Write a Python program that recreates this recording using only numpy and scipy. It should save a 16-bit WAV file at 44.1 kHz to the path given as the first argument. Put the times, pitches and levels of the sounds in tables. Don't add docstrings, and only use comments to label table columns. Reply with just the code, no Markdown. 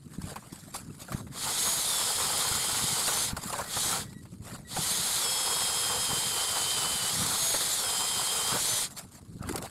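import sys
import numpy as np
from scipy import signal
from scipy.fft import rfft, irfft, next_fast_len
from scipy.io import wavfile
from scipy.ndimage import uniform_filter1d

SR = 44100
rng = np.random.default_rng(int(sys.argv[2]) if len(sys.argv) > 2 else 0)


def pcm_store(signal):
    levels = np.round(np.clip(np.atleast_2d(signal), -1, 1) * 32767)
    wavfile.write(sys.argv[1], SR, levels.astype(np.int16).T)


N = 427769
TIME = np.arange(N) / SR

# start_s, end_s, swish_db, crunch_db
SCUFFS = [(0.077, 0.179, -56.5, -55.5), (0.172, 0.351, -50, -48.5), (0.416, 0.447, -66, -46.5),
          (0.34, 0.73, -58.5, -66.5), (0.519, 0.541, -46, -54), (0.722, 0.789, -39.5, -55),
          (0.79, 0.975, -64, -60), (0.976, 1.053, -49, -53), (1.035, 1.221, -47.5, -49),
          (1.294, 1.386, -66, -48), (3.33, 3.576, -40, -45.5), (3.54, 3.648, -41.5, -38),
          (3.63, 3.732, -46, -55), (4.04, 4.13, -58, -67), (4.394, 4.58, -50, -47), (4.56, 4.62, -65, -62),
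          (8.848, 8.95, -54, -61), (8.949, 9.012, -41, -46.5), (9.083, 9.203, -57, -62),
          (9.358, 9.51, -65, -50.5), (9.442, 9.598, -48, -42.5), (9.594, 9.683, -45.5, -45)]
# frequency_hz, density_db (per Hz)
SWISH_SPECTRUM = [(700, -1), (1200, 5), (1900, -3.5), (2900, -3.5), (4600, 2.5), (5900, -4.5), (7500, 5),
                  (10000, 1.5), (13000, -5), (15500, -23)]
# frequency_hz, density_db (per Hz)
CRUNCH_SPECTRUM = [(150, -7), (300, -10.5), (600, 0), (850, -2.5), (1200, -2), (1700, -5.5), (2600, -15),
                   (5000, -30.5)]
CLOTHING_DB = -64
TICKS_PER_S, TICKS_DB = 31, -70.5

# centre_s, half_length_s, level_db
GUSTS = [(.22, 0.083, -41), (.87, 0.045, -42.5), (1.18, 0.064, -39.5), (1.45, 0.25, -46), (2.3, 0.16, -47),
         (2.52, 0.057, -42), (2.85, .15, -44), (3.3, 0.13, -45.5), (3.95, 0.1, -40.5), (4.3, 0.43, -48),
         (4.76, 0.06, -44), (6.12, 0.17, -44), (6.85, .1, -42.5), (7.24, .1, -40), (8.55, .06, -42),
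         (9.5, 0.12, -37)]
# frequency_hz, density_db (per Hz)
WIND_SPECTRUM = [(15, -27), (35, -17.5), (70, -3), (125, 2), (200, -0.5), (280, -7.5), (420, -16.5),
                 (900, -46), (3000, -64)]
BREEZE_DB = -50
# start_s, level_db, pitch_hz
THUDS = [(0.184, -22, 160), (0.24, -23, 94), (0.527, -30, 204), (0.676, -33, 168), (1.146, -17, 126),
         (2.512, -27, 94), (3.331, -20.5, 110), (4.165, -31.5, 203), (6.13, -24.5, 146), (8.548, -28, 231),
         (9.408, -27, 134), (9.496, -23.5, 320), (9.51, -22, 318), (9.553, -25, 390)]

# start_s, level_db, treble_db (treble against the middle)
CRACKS = [(0.217, -39, 16), (0.357, -31.5, -2), (0.741, -30, 0), (1.118, -29, -3), (1.267, -43.5, -2),
          (1.66, -28.5, -5), (3.078, -22.5, 6), (3.365, -27, 2.5), (3.525, -26.5, 2), (3.765, -24.5, -6),
          (4.128, -45, 7), (4.252, -48, -2), (4.336, -55, 7), (4.763, -27.5, 0), (7.262, -26, 11),
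          (7.539, -20, -13), (7.606, -27.5, -8), (8.557, -25, -10), (8.908, -43.5, 26), (9.426, -42, 13),
          (9.489, -29, 7), (9.524, -34, 23), (9.558, -28, 19), (9.577, -30, 8), (9.624, -32, 20)]
CRACK_T60_S, CRACK_HALVES_DB = 0.085, 7

# start_s, standstill_s, spin_up_s, run_down_s
PULLS = [(1.305, 3.34, .34, .125), (3.66, 4.07, .17, .22), (4.662, 8.89, .27, .1)]
# time_s, speed_hz (turns per second)
TOP_SPEED = [(1.58, 326), (1.73, 338), (1.8, 330), (3.2, 321), (3.85, 306), (5.05, 323), (7.1, 331),
             (7.52, 334), (7.67, 317), (8.65, 305), (8.73, 309), (8.82, 298)]
# start_s, end_s, sink_in_s, ease_off_s, auger_turn_s,
#                       first_speed_hz, last_speed_hz, whine_db, gear_db, hiss_db
BITES = [(1.78, 2.991, .33, .3, .229, 263.5, 245, -45, -47, -31.6),
         (5.192, 7.076, .08, .44, .225, 262.5, 239, -40, -39.5, -33),
         (7.732, 8.546, .2, .135, .209, 249.5, 251, -42.5, -39.5, -33.2)]
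CATCH_HZ, CATCH_DB, CATCH_GROWS_S = 3.7, 2.06, .65
# order (multiple of the shaft speed), level_db
MOTOR_ORDERS = [(2, -13), (10, -14), (20, 0), (29, -16), (30, -2), (35, -15), (40, -13)]
# order (multiple of the shaft speed), level_db
GEAR_ORDERS = [(11.6, -17), (12.6, -1), (25.2, -19), (32.8, -12), (33.8, -10), (37.8, -13), (42.8, -10)]
# centre_hz, half_width_hz, boost_db
HOUSING = [(7500, 130, 4), (9620, 170, 5), (11080, 260, 9)]
# centre_s, half_length_s, level_db
WHINES = [(1.7, .08, -37), (3.16, .06, -41), (3.85, .03, -42.5), (4.93, .09, -44), (7.2, .08, -44),
          (7.48, .07, -35.5), (8.73, .055, -38.5)]
# centre_s, half_length_s, level_db
SHRIEKS = [(1.93, .065, -37), (5.24, .03, -41), (7.82, .05, -40)]
WHINE_FADE_DB_PER_S, SLACK_DB = 4.5, -8
# frequency_hz, density_db (per Hz)
GEARBOX_SPECTRUM = [(1500, -10.5), (2000, -2.5), (2800, -9), (3200, 1), (4400, 3.5), (5200, 0), (5900, -8),
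                    (6500, 1), (7600, 3), (9700, 2), (11000, -1.5), (13000, -7.5), (14300, -21.5),
                    (15500, -23)]
# order (multiple of the shaft speed), width_hz, level_db (against the hiss)
RATTLES = [(12.4, 270, -15.5), (17.5, 77, -36)]
FREE_WHINE_DB, FREE_GEAR_DB, FREE_HISS_DB, FREE_SCRAPE_DB = -49, -49, -31, -42

# frequency_hz, density_db (per Hz)
BLADE_SPECTRUM = [(200, -31.5), (350, -6), (470, 2.5), (580, -5), (780, 3.5), (1100, 3), (1450, 2),
                  (1750, -7), (2100, -10), (3000, -12.5), (6000, -18)]
# centre_s, half_length_s, level_db
GOUGES = [(1.48, .035, -37), (1.68, 0.018, -38), (2.1, 0.023, -40), (2.22, .02, -35), (2.42, .04, -38.5),
          (3.11, 0.021, -33.5), (3.31, 0.036, -42), (3.93, 0.051, -34.5), (7.24, 0.033, -37),
          (7.33, 0.023, -36), (8.53, 0.03, -32)]
LOADED_SCRAPE_DB = -38.5

# start_s, end_s, level_db
STALLS = [(3.652, 3.693, -52), (4.04, 4.118, -62), (4.145, 4.212, -60.5), (4.649, 4.687, -56)]
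CHOPPER_HZ = 1930
EDGE_HZ = 15700


def amp(db):
    return 10 ** (np.asarray(db) / 20)


def evened(x):
    return x / np.sqrt(np.mean(x ** 2) + 1e-20)


def add(mix, s, sound):
    part = mix[max(round(s * SR), 0):][:len(sound)]
    part += sound[:len(part)]


def colour(x, points):
    size = next_fast_len(len(x))
    hz, db = np.transpose(points)
    bins_hz = np.fft.rfftfreq(size, 1 / SR)
    gain = amp(np.interp(np.log(bins_hz + 1), np.log(hz), db))
    return evened(irfft(rfft(x, size) * gain, size)[:len(x)])


def wander(rate_hz):
    size = N // 32
    hz = np.fft.rfftfreq(size, 32 / SR)
    slow = irfft(rfft(rng.standard_normal(size)) / (1 + (hz / rate_hz) ** 4), size)
    return evened(np.interp(TIME, np.linspace(0, TIME[-1], size), slow))


def grains(per_s, spread_db):
    size = amp(spread_db * np.minimum(rng.exponential(1, N), 4))
    struck = rng.random(N) < per_s / SR
    return evened(size * rng.standard_normal(N) * struck)


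def patchy(x, depth_db):
    spectra = signal.stft(x, nperseg=512)[2]
    chance = rng.standard_normal(spectra.shape)
    across_bands = uniform_filter1d(chance, size=5, axis=0)
    patches = evened(uniform_filter1d(across_bands, size=4, axis=1))
    return signal.istft(spectra * amp(depth_db * patches))[1][:N]


def swells(rows):
    return np.sqrt(sum((amp(db) * np.exp(-((TIME - s) / half) ** 2 / 2)) ** 2 for s, half, db in rows))


def rustle(swish_trim_db=1, crunch_trim_db=1, cloth_body_db=-9, rise_share=0.42, fall_s=0.022):
    swish = amp(CLOTHING_DB + 2 * wander(18))
    crunch = swish * amp(cloth_body_db)
    for start, end, fine_db, coarse_db in SCUFFS:
        length = abs(end - start)
        t = np.arange(0, length + 6 * fall_s, 1 / SR)
        rise = np.tanh((t / (rise_share * length)) ** 2)
        stroke = rise * np.exp(-np.maximum(t - length + fall_s, 0) / fall_s)
        add(swish, start, amp(fine_db + swish_trim_db) * stroke)
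        add(crunch, start, amp(coarse_db + crunch_trim_db) * stroke)
    clumps = amp(1.6 * wander(70))
    fine = patchy(grains(per_s=12000, spread_db=1.5) * clumps, depth_db=3.5)
    coarse = patchy(grains(per_s=3000, spread_db=-2.0) * clumps, depth_db=6.0)
    return swish * colour(fine, SWISH_SPECTRUM) + crunch * colour(coarse, CRUNCH_SPECTRUM)


def ticks(decay_s=.002):
    snaps = 1. * (rng.random(N) < TICKS_PER_S / SR)
    bursts = signal.lfilter([1], [1, -np.exp(-1 / (decay_s * SR))], snaps)
    return amp(TICKS_DB) * colour(bursts * rng.standard_normal(N), SWISH_SPECTRUM)


def buffets(rumble_trim_db=-1, thud_trim_db=-2, thud_s=0.0013):
    rumble = colour(rng.standard_normal(N) * amp(3.7 * wander(29)), WIND_SPECTRUM)
    out = rumble * np.hypot(amp(BREEZE_DB), swells(GUSTS)) * amp(rumble_trim_db)
    t = np.arange(SR // 12) / SR
    swell = (t / (2 * thud_s)) ** 2 * np.exp(2 - t / thud_s)
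    for (s, db, hz), phase in zip(THUDS, rng.random(len(THUDS))):
        add(out, s, amp(db + thud_trim_db) * swell * np.sin(2 * np.pi * (hz * t + phase)))
    return out


def cracks(body_trim_db=-3, snap_trim_db=-5, snap_s=0.049):
    body, snap = np.zeros(N), np.zeros(N)
    t = np.arange(SR // 4) / SR
    for s, db, treble_db in CRACKS:
        hurry = 2 ** (max(treble_db, 0) / CRACK_HALVES_DB)
        burst = amp(db - 60 * t / CRACK_T60_S * hurry) * (1 - np.exp(-t / .003))
        add(body, s, burst)
        add(snap, s, burst * amp(treble_db) * np.exp(-t / snap_s))
    fractures = patchy(rng.standard_normal(N), depth_db=3.5)
    low = amp(body_trim_db) * body * colour(fractures, CRUNCH_SPECTRUM)
    return low + amp(snap_trim_db) * snap * colour(fractures, SWISH_SPECTRUM)


def ease(u):
    return 1 - (1 - np.clip(u, 0, 1)) ** 2


def throttle():
    return sum(ease((TIME - start) / up) * ease((stop - TIME) / down) for start, stop, up, down in PULLS)


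def loads():
    return [ease((TIME - start) / sink) * (1 - ease((TIME - end) / lift))
            for start, end, sink, lift, *_ in BITES]


def under_load(free_db, axis):
    return free_db + sum(load * (bite[axis] - free_db) for load, bite in zip(loads(), BITES))


def catching():
    return sum(load * np.tanh((TIME - start) / CATCH_GROWS_S) * np.sin(2 * np.pi * (TIME - start) / turn_s)
               for load, (start, _, _, _, turn_s, *_) in zip(loads(), BITES))


def speed():
    top = np.interp(TIME, *np.transpose(TOP_SPEED))
    sag = sum(load * (top - np.interp(TIME, [start, end], [first, last]))
              for load, (start, end, _, _, _, first, last, *_) in zip(loads(), BITES))
    return throttle() * (top - sag - CATCH_HZ * catching())


def drill():
    hz = speed()
    slowness = np.clip((335 - hz) / 85, 0, 1)
    jerky_hz = hz * (1 + (.0005 + .0018 * slowness) * wander(22))
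    turns = np.cumsum(jerky_hz) / SR
    return singing(turns, hz) + gearbox(turns)


def partials(turns, hz, orders, slip, flutter_db):
    out = np.zeros(N)
    for k, db in orders:
        ring = sum(ring_db / (1 + ((k * hz - centre) / width) ** 2) for centre, width, ring_db in HOUSING)
        level = amp(db + ring + flutter_db * wander(18))
        out += level * np.sin(2 * np.pi * k * turns + slip * wander(70))
    return np.sqrt(2) * out


def whine_fade():
    return WHINE_FADE_DB_PER_S * sum(load * (TIME - start) for load, (start, *_) in zip(loads(), BITES))


def singing(turns, hz):
    load = sum(loads())
    easing = np.sin(np.pi * load) * (np.gradient(load) < 0)
    whine = partials(turns, hz, MOTOR_ORDERS, slip=.2, flutter_db=1.2)
    gears = partials(turns, hz, GEAR_ORDERS, slip=.3, flutter_db=1.5)
    whine_db = under_load(FREE_WHINE_DB, axis=7) - whine_fade()
    gear_db = under_load(FREE_GEAR_DB, axis=8) + SLACK_DB * easing
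    whine_gain = np.maximum(amp(whine_db), swells(WHINES))
    gear_gain = np.maximum(amp(gear_db), swells(SHRIEKS))
    return (whine * whine_gain + gears * gear_gain) * throttle() ** 5


def gearbox(turns, hiss_trim_db=1, flicker_db=0.71, speed_power=1.26):
    one_turn = irfft(rfft(rng.standard_normal(size=90)), 2048)
    angles = np.linspace(0, 1, len(one_turn), endpoint=False)
    repeating = evened(np.interp(turns, angles, one_turn, period=1))
    rubbing = colour(patchy(rng.standard_normal(N) + .3 * repeating, depth_db=1.6), GEARBOX_SPECTRUM)
    rattle = sum(amp(db) * wander(width_hz) * np.sin(2 * np.pi * k * turns + wander(width_hz))
                 for k, width_hz, db in RATTLES)
    segments = 2 * np.pi * 5 * turns
    pulsing = 1 + .16 * np.cos(segments) + .18 * np.cos(2 * segments)
    hiss_db = under_load(FREE_HISS_DB, axis=9) + flicker_db * wander(33) + hiss_trim_db
    return (rubbing + rattle) * pulsing * amp(hiss_db) * throttle() ** speed_power


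def blades(trim_db=-.5, speed_power=1.16):
    stream = grains(per_s=5000, spread_db=1.8) * amp(1.1 * wander(30))
    fractures = patchy(stream, depth_db=1.8)
    level_db = np.interp(sum(loads()), [0, 1], [FREE_SCRAPE_DB, LOADED_SCRAPE_DB]) + CATCH_DB * catching()
    shaving = amp(level_db) * throttle() ** speed_power
    return colour(fractures, BLADE_SPECTRUM) * np.hypot(shaving, swells(GOUGES)) * amp(trim_db)


def stalled(harmonics_db=(0, -9, -21, -14, -16, -15)):
    gain = sum(amp(db) * ((TIME > start) & (TIME < end)) for start, end, db in STALLS)
    buzz = sum(amp(db) * np.sin(2 * np.pi * (k + 1) * CHOPPER_HZ * TIME) for k, db in enumerate(harmonics_db))
    return evened(buzz) * uniform_filter1d(gain, size=130)


def scene():
    mix = rustle() + ticks() + buffets() + cracks() + drill() + blades() + stalled()
    return np.array([mix, mix])


def record(dry):
    lowpass = signal.firwin(401, EDGE_HZ, window=("kaiser", 9), fs=SR)
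    return signal.oaconvolve(dry, lowpass[None], "same")


dry = scene()
out = record(dry)
pcm_store(out)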